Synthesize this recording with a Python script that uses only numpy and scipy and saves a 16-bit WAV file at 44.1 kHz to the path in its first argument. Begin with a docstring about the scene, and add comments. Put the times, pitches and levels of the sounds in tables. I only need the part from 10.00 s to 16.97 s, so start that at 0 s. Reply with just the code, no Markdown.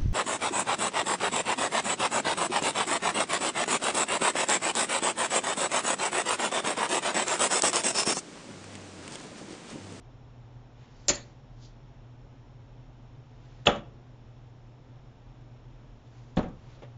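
"""Small room, dartboard on a plank wall. Three darts strike; a faint double knock follows the last.
Each blow thuds the wall, knocks the board and shakes the dart. The first dart rattles against those
already in the board, the second grazes one and snaps sharply, the third brushes past.
Steel barrels clink, flights squeak. The thrower's sleeve rustles between throws; an appliance hums."""
import sys
import numpy as np
from scipy import signal
from scipy.fft import rfft, irfft, next_fast_len
from scipy.io import wavfile
from scipy.ndimage import map_coordinates

SR = 44100
rng = np.random.default_rng(int(sys.argv[2]) if len(sys.argv) > 2 else 0)


def to_wav(s):
    """Save 16-bit WAV."""
    ch = np.atleast_2d(s).T  # columns
    pcm = np.round(np.clip(ch, -1, 1) * 32767)  # PCM
    wavfile.write(sys.argv[1], SR, pcm.astype(np.int16))


N = 307465
T = np.arange(SR) / SR  # 1 s event time axis

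# Blows: t/s, thud/dB, knock/dB, drum/dB, clatter/dB, snap/dB, knock rise/s, knock cutoff/Hz, t60 ratio
DART_BLOWS = [(1.0839, -37.5, -37.5, -28, -36, -33, 0.0008, 1000, 0.88),
              (1.0928, -33, -40, -41, -25, -27, .0008, 1500, 0.7),
              (1.101, -32, -24, -30, -37.5, -46, .0004, 699, .35),
              (3.655, -46, -37, -49, -37.5, -41, 0.0036, 2000, 0.69),
              (3.6694, -22.5, -16.5, -28.5, -25, -4.5, 0.0004, 4000, 0.8),
              (3.6918, -35.5, -23.5, -36, -31, -38, 0.00092, 2497, .4),
              (6.3690, -17, -22.5, -38.5, -33.5, -34.5, 0.0031, 696, 0.64),
              (6.3900, -31.5, -23.5, -39, -45.5, -53, 0.0012, 900, 0.46),
              (6.4290, -38, -34, -46, -50.5, -60, .003, 1110, 0.7),
              (6.8209, -51, -43, -45, -51.5, -60, 0.0006, 1000, 0.45),
              (6.8310, -52, -44.5, -45, -52.5, -60.5, 0.0009, 900, 0.54)]
# Steel on steel: t/s, ring/dB, scrape/dB, rise/s, scrape t60/s
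STEEL_CONTACTS = [(1.0834, -22, -7, 0.00021, .008), (1.0863, -21.5, -15, 0.00018, .016),
                  (1.0911, -16, -7, 0.00015, .008), (1.0939, -18.5, -13, .0001, .014),
                  (1.0972, -13, -16.5, .0003, .016), (1.1045, -25, -21.5, .0005, .03),
                  (1.1095, -27.5, -20.5, .0005, .035), (1.1320, -38.5, -33, .001, .05),
                  (1.1430, -44, -34.5, 0.0005, 0.027), (1.1556, -39, -33, 0.0005, .03),
                  (1.2130, -62, -62, 0.00195, .08), (3.6595, -35.5, -31.5, 0.0016, 0.036),
                  (3.6650, -29, -30.5, 0.001, 0.033), (3.672, -26, -28.5, 0.00095, 0.038),
                  (3.7580, -55, -46, 0.0028, .05), (6.3620, -51, -44, 0.0034, 0.074),
                  (6.3800, -54, -48.5, 0.0022, 0.052), (6.425, -59, -57, .003, 0.081),
                  (6.4830, -69, -61, 0.0018, .05)]
# Flight on flight: t/s, length/s, level/dB, start f/Hz, end f/Hz, width/Hz
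FLIGHT_RUBS = [(1.132, 0.036, -44, 4147, 4770, 280), (1.186, 0.06, -58, 4050, 4200, 1000),
               (3.658, .012, -45, 3850, 4000, 502), (6.366, 0.034, -52, 3880, 4160, 910)]
# Throws and reaches: t/s, rustle/dB, half-width/s, swish/dB, swish f/Hz
ARM_MOVES = [(.85, -67.5, 0.07, -70.5, 2702), (1.01, -68.5, 0.08, -68, 4800),
             (1.28, -66.5, .04, -70.5, 4500), (1.645, -69, 0.028, -59, 4500),
             (3.53, -68.5, 0.17, -76.5, 3987), (6.19, -68.5, .12, -73.5, 5214),
             (6.73, -65.5, .11, -72.5, 4200)]

# Modes: f/Hz, relative level/dB, t60/s
WALL_MODES = [(68.3, -7, 0.36), (113, -2, 0.13), (165, -1, .15), (198, -4, 0.12), (213.1, 1, 0.25),
              (236, -1.5, 0.21), (259, 2, 0.28)]
BOARD_MODES = [(324.3, -8, 0.047), (360, -1.5, 0.17), (398, -7, 0.3), (499, 0, 0.2), (549.8, -4, .2),
               (588, -1.5, 0.14), (646, -6, 0.12), (725, -4.5, 0.081), (750, -4.5, .16), (826, -1, 0.18),
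               (978, -9, .2), (1148, -2, 0.11)]
BODY_MODES = [(1384, -6, 0.15), (1580, -4, .12), (1750, 0, 0.16), (1870, 3, 0.13), (2175, -1, 0.1202),
              (2400, -4, .15), (2680, 1, .18), (3348, -3.5, .16), (3612, -5.5, .14), (3965, -3, .1)]  # dart body and flight
SHAFT_MODES = [(2632, -6, 0.037), (2949, 0, 0.024), (3070, 0, 0.02), (3333, 2.5, 0.017), (3500, -1, 0.025),
               (3690, -10.5, .02)]
STEEL_MODES = [(4330, -8.5, 0.057), (4400, -6, 0.052), (5040, -15, 0.071), (5160, -11, .035),
               (5060, -14.5, 0.043), (6360, -7, .03), (6575, 2, 0.07), (6790, -6, 0.04), (7130, 0, 0.061),
               (7100, -2.5, 0.038), (7160, 0, 0.036)]  # point and barrel

# Noise spectra: f/Hz, relative density/dB
THUD_SPECTRUM = [(25, -6.5), (45, 2.5), (100, -4), (170, -1), (240, 0), (280, -5), (400, -18.5), (900, -59)]
KNOCK_SPECTRUM = [(120, -21.5), (280, -3.5), (560, -2.5), (820, -4.5), (1000, -8.5), (1300, -8),
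                  (1800, -18), (3000, -24), (4500, -47), (7000, -58.5)]
CLATTER_SPECTRUM = [(500, -28), (1100, -2), (1450, 0), (1800, 3.5), (2200, 1), (2700, 0.5), (3700, -0.5),
                    (4200, -13), (5200, -15.5), (7000, -13.5), (11000, -40.5)]
SNAP_SPECTRUM = [(1200, -19.5), (2300, -10.5), (2700, 0), (3400, 0), (3800, -10), (4100, -28),
                 (7000, -32.5), (11000, -51)]
SCRAPE_SPECTRUM = [(1500, -21), (3300, -14.5), (4300, -3.5), (4700, -6.5), (5500, -5.5), (6200, -6),
                   (6900, -2), (7400, 1), (9000, 1.5), (11000, -40.5)]
CLOTH_SPECTRUM = [(300, -8.5), (900, 3.5), (2000, -0.5), (3500, -3.5), (5200, -9), (7300, -10), (9000, -29)]
AIR_SPECTRUM = [(20, -12), (29, -13), (39, 3), (58, -13), (100, -8), (135, -1), (170, -19), (250, -13.5),
                (350, -19.5), (900, -23.5), (1100, -28.5), (2000, -35.5), (3600, -38), (4600, -46),
                (7300, -48)]
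HISS_SPECTRUM = [(4800, -22.5), (5300, -4), (5480, 0), (5700, -10), (6200, -27.5)]

# Appliance hum: f/Hz, rms level/dB
HUM_TONES = [(119.8, -53.5), (240, -72), (259, -73)]
# Room decay: f/Hz, t60/s
ROOM_T60 = [(80, 0.93), (125, 0.79), (200, .33), (1000, 0.32), (3000, 0.28), (7000, 0.24)]
# Treble roll-off: f/Hz, gain/dB
TREBLE_GAIN = [(7300, 0), (7480, -22), (8400, -33), (8800, -25), (9100, -40)]


def darts(drum_hz=571, drum_t60_s=0.19):
    """Point stops in the board: shaft snaps at once, heavy wall lags. A firm grip shortens the ring."""
    track = np.zeros(N)
    for at_s, thud_db, knock_db, drum_db, clatter_db, snap_db, rise_s, cutoff_hz, ratio in DART_BLOWS:
        thud = amp(thud_db) * struck(damped(WALL_MODES, ratio), THUD_SPECTRUM,
                                     ring_db=-2.5, dense_db=3.5, t60_s=0.16 * ratio, rise_s=0.007)
        knock = amp(knock_db) * struck(damped(BOARD_MODES, ratio), KNOCK_SPECTRUM,
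                                       ring_db=-3, dense_db=1, t60_s=0.17 * ratio, rise_s=rise_s)
        knock = signal.lfilter(*signal.butter(1, cutoff_hz, fs=SR), knock)
        drum_fade = amp(drum_db - 60 * T / (drum_t60_s * ratio))
        drum = drum_fade * np.sin(2 * np.pi * drum_hz * T)  # board's drum mode
        clatter = amp(clatter_db) * struck(damped(BODY_MODES, ratio), CLATTER_SPECTRUM,
                                           ring_db=-8, dense_db=-2.5, t60_s=0.19 * ratio, rise_s=0.0015)
        snap = amp(snap_db) * struck(SHAFT_MODES, SNAP_SPECTRUM,
                                     ring_db=0.5, dense_db=-7.5, t60_s=0.015, rise_s=0.0009)
        impact = knock + drum + clatter
        add(track, at_s, in_room(thud, tail_db=-11, echo_db=-19, echo_s=0.095, spread_s=0.02))
        add(track, at_s, in_room(impact, tail_db=-8, echo_db=-18.5, echo_s=0.075, spread_s=0.018))
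        add(track, at_s, in_room(snap, tail_db=-16, echo_db=-28.5))
    return track


def barrel_clinks(detune=0.008, max_t60_s=0.045):
    """Steel on steel: brief scrape, barrel ring. Pitch varies per touch; the board's grip caps t60."""
    track = np.zeros(N)
    for at_s, ring_db, scrape_db, rise_s, scrape_t60_s in STEEL_CONTACTS:
        pitch = 1 + rng.uniform(-detune, detune)
        modes = [(hz * pitch, db, min(t60_s, max_t60_s)) for hz, db, t60_s in STEEL_MODES]
        clink = struck(modes, SCRAPE_SPECTRUM, ring_db, scrape_db, scrape_t60_s, rise_s)
        add(track, at_s, in_room(clink, tail_db=-16, echo_db=-28, echo_s=0.06, spread_s=0.012))
    return track


def flight_squeaks():
    """Flights rub their neighbours: thin stick-slip squeak, pitch sliding with pressure."""
    track = np.zeros(N)
    for at_s, length_s, db, start_hz, end_hz, width_hz in FLIGHT_RUBS:
        progress = np.clip(T / length_s, 0, 1)
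        phase = 2 * np.pi * np.cumsum(start_hz + (end_hz - start_hz) * progress) / SR
        grip = wobble(width_hz)[:SR] + 1j * wobble(width_hz)[:SR]
        swell = np.sqrt(np.abs(np.sin(np.pi * progress)))
        squeak = unit(np.real(grip * np.exp(1j * phase))) * swell
        add(track, at_s, in_room(amp(db) * squeak, tail_db=-15.5, echo_db=-33.5))
    return track


def sleeve(crease_db=1.3, band_step_oct=0.5):
    """Cloth rustles, uneven as creases slip. Each arm move swishes at its own pitch."""
    t = np.arange(N) / SR
    cloth, track = noise(CLOTH_SPECTRUM, N), np.zeros(N)
    for at_s, rustle_db, half_width_s, swish_db, swish_hz in ARM_MOVES:
        band = [(swish_hz * 2 ** (k * band_step_oct), -4 * k * k) for k in range(-4, 5)]
        swell = 1 / (1 + ((t - at_s) / half_width_s) ** 2)
        track += swell * (amp(rustle_db) * cloth + amp(swish_db) * noise(band, N))
    return track * amp(crease_db * wobble(70))


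def background():
    """Wavering mains hum, rumble of moving air, thin hiss."""
    t = np.arange(N) / SR
    hum = np.zeros(N)
    for hz, db in HUM_TONES:
        peak = np.sqrt(2) * amp(db + 1.91 * wobble(6))
        hum += peak * np.sin(2 * np.pi * hz * t + 0.4 * wobble(6.5))
    air = amp(-51.5 + 0.25 * wobble(6.4)) * noise(AIR_SPECTRUM, N)
    hiss = amp(-82.5) * noise(HISS_SPECTRUM, N)
    return hum + air + hiss


def struck(modes, spectrum, ring_db, dense_db, t60_s, rise_s):
    """Struck part: clear modes at random strengths, plus dense modes as noise decaying over t60_s."""
    hz, db, mode_t60_s = np.transpose(modes)[:, :, None]
    gains = unit(amp(db + rng.normal(0, 2, db.shape))) / np.sqrt(len(modes))
    signs = (-1) ** np.arange(len(modes))[:, None]  # neighbours in antiphase
    onset = 1 - np.exp(-T / rise_s)
    partials = signs * gains * amp(-60 * T / mode_t60_s) * np.sin(2 * np.pi * hz * T)
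    ring = onset * np.sum(partials, axis=0)
    fade = onset * amp(-60 * T / t60_s)
    dense = unit(noise(spectrum, SR) * fade) * np.std(fade)
    return amp(ring_db) * ring + amp(dense_db) * dense


def damped(modes, ratio):
    """Modes with t60 scaled by ratio."""
    return [(hz, db, t60_s * ratio) for hz, db, t60_s in modes]


def in_room(sound, tail_db, echo_db, echo_s=0.04, spread_s=0.017):
    """Direct sound, diffuse tail and far-wall echo cluster."""
    hz, t, bins = signal.stft(rng.standard_normal(SR), SR, nperseg=256)
    decay = amp(-60 * t / along(ROOM_T60, hz)[:, None])
    tail_ir = signal.istft(bins * decay, SR, nperseg=256)[1][:SR]
    tail_ir *= 1 - np.exp(-T / 0.006)
    echo_ir = rng.standard_normal(SR) * np.exp(-0.5 * ((T - echo_s) / spread_s) ** 2)
    tail, echo = (unit(signal.fftconvolve(sound, ir)[:SR]) for ir in (tail_ir, echo_ir))
    return sound + np.std(sound) * (amp(tail_db) * tail + amp(echo_db) * echo)


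def noise(spectrum, size):
    """Coloured noise, rms 1."""
    n_fft = next_fast_len(size)
    gain = amp(along(spectrum, np.fft.rfftfreq(n_fft, 1 / SR)))
    return unit(irfft(rfft(rng.standard_normal(n_fft)) * gain, n_fft)[:size])


def wobble(rate_hz):
    """Smooth random curve, knots at rate_hz."""
    knots = rng.standard_normal(int(N * rate_hz / SR) + 4)
    return map_coordinates(knots, [np.arange(N) * rate_hz / SR])


def along(points, hz):
    """Interpolate (f/Hz, value) points over log f."""
    knots_hz, values = np.transpose(points)
    return np.interp(np.log(hz + 1), np.log(knots_hz), values)


def amp(db):
    """dB to gain."""
    return 10 ** (np.asarray(db) / 20)


def unit(x):
    """Scale to rms 1."""
    return x / np.sqrt(np.mean(x ** 2) + 1e-20)


def add(track, at_s, sound):
    """Mix sound into track at at_s."""
    part = track[round(at_s * SR):][:len(sound)]
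    part += sound[:len(part)]


def scene():
    """Mono sum near the board."""
    return (darts() + barrel_clinks() + flight_squeaks() + sleeve() + background())[None]


def record(dry):
    """Treble roll-off, hard band limit."""
    limit_hz = 9100
    n_fft = next_fast_len(N + SR)
    hz = np.fft.rfftfreq(n_fft, 1 / SR)
    gain = amp(along(TREBLE_GAIN, hz)) * (hz < limit_hz)
    return irfft(rfft(dry, n_fft) * gain, n_fft)[:, :N]


dry = scene()
out = record(dry)
to_wav(out)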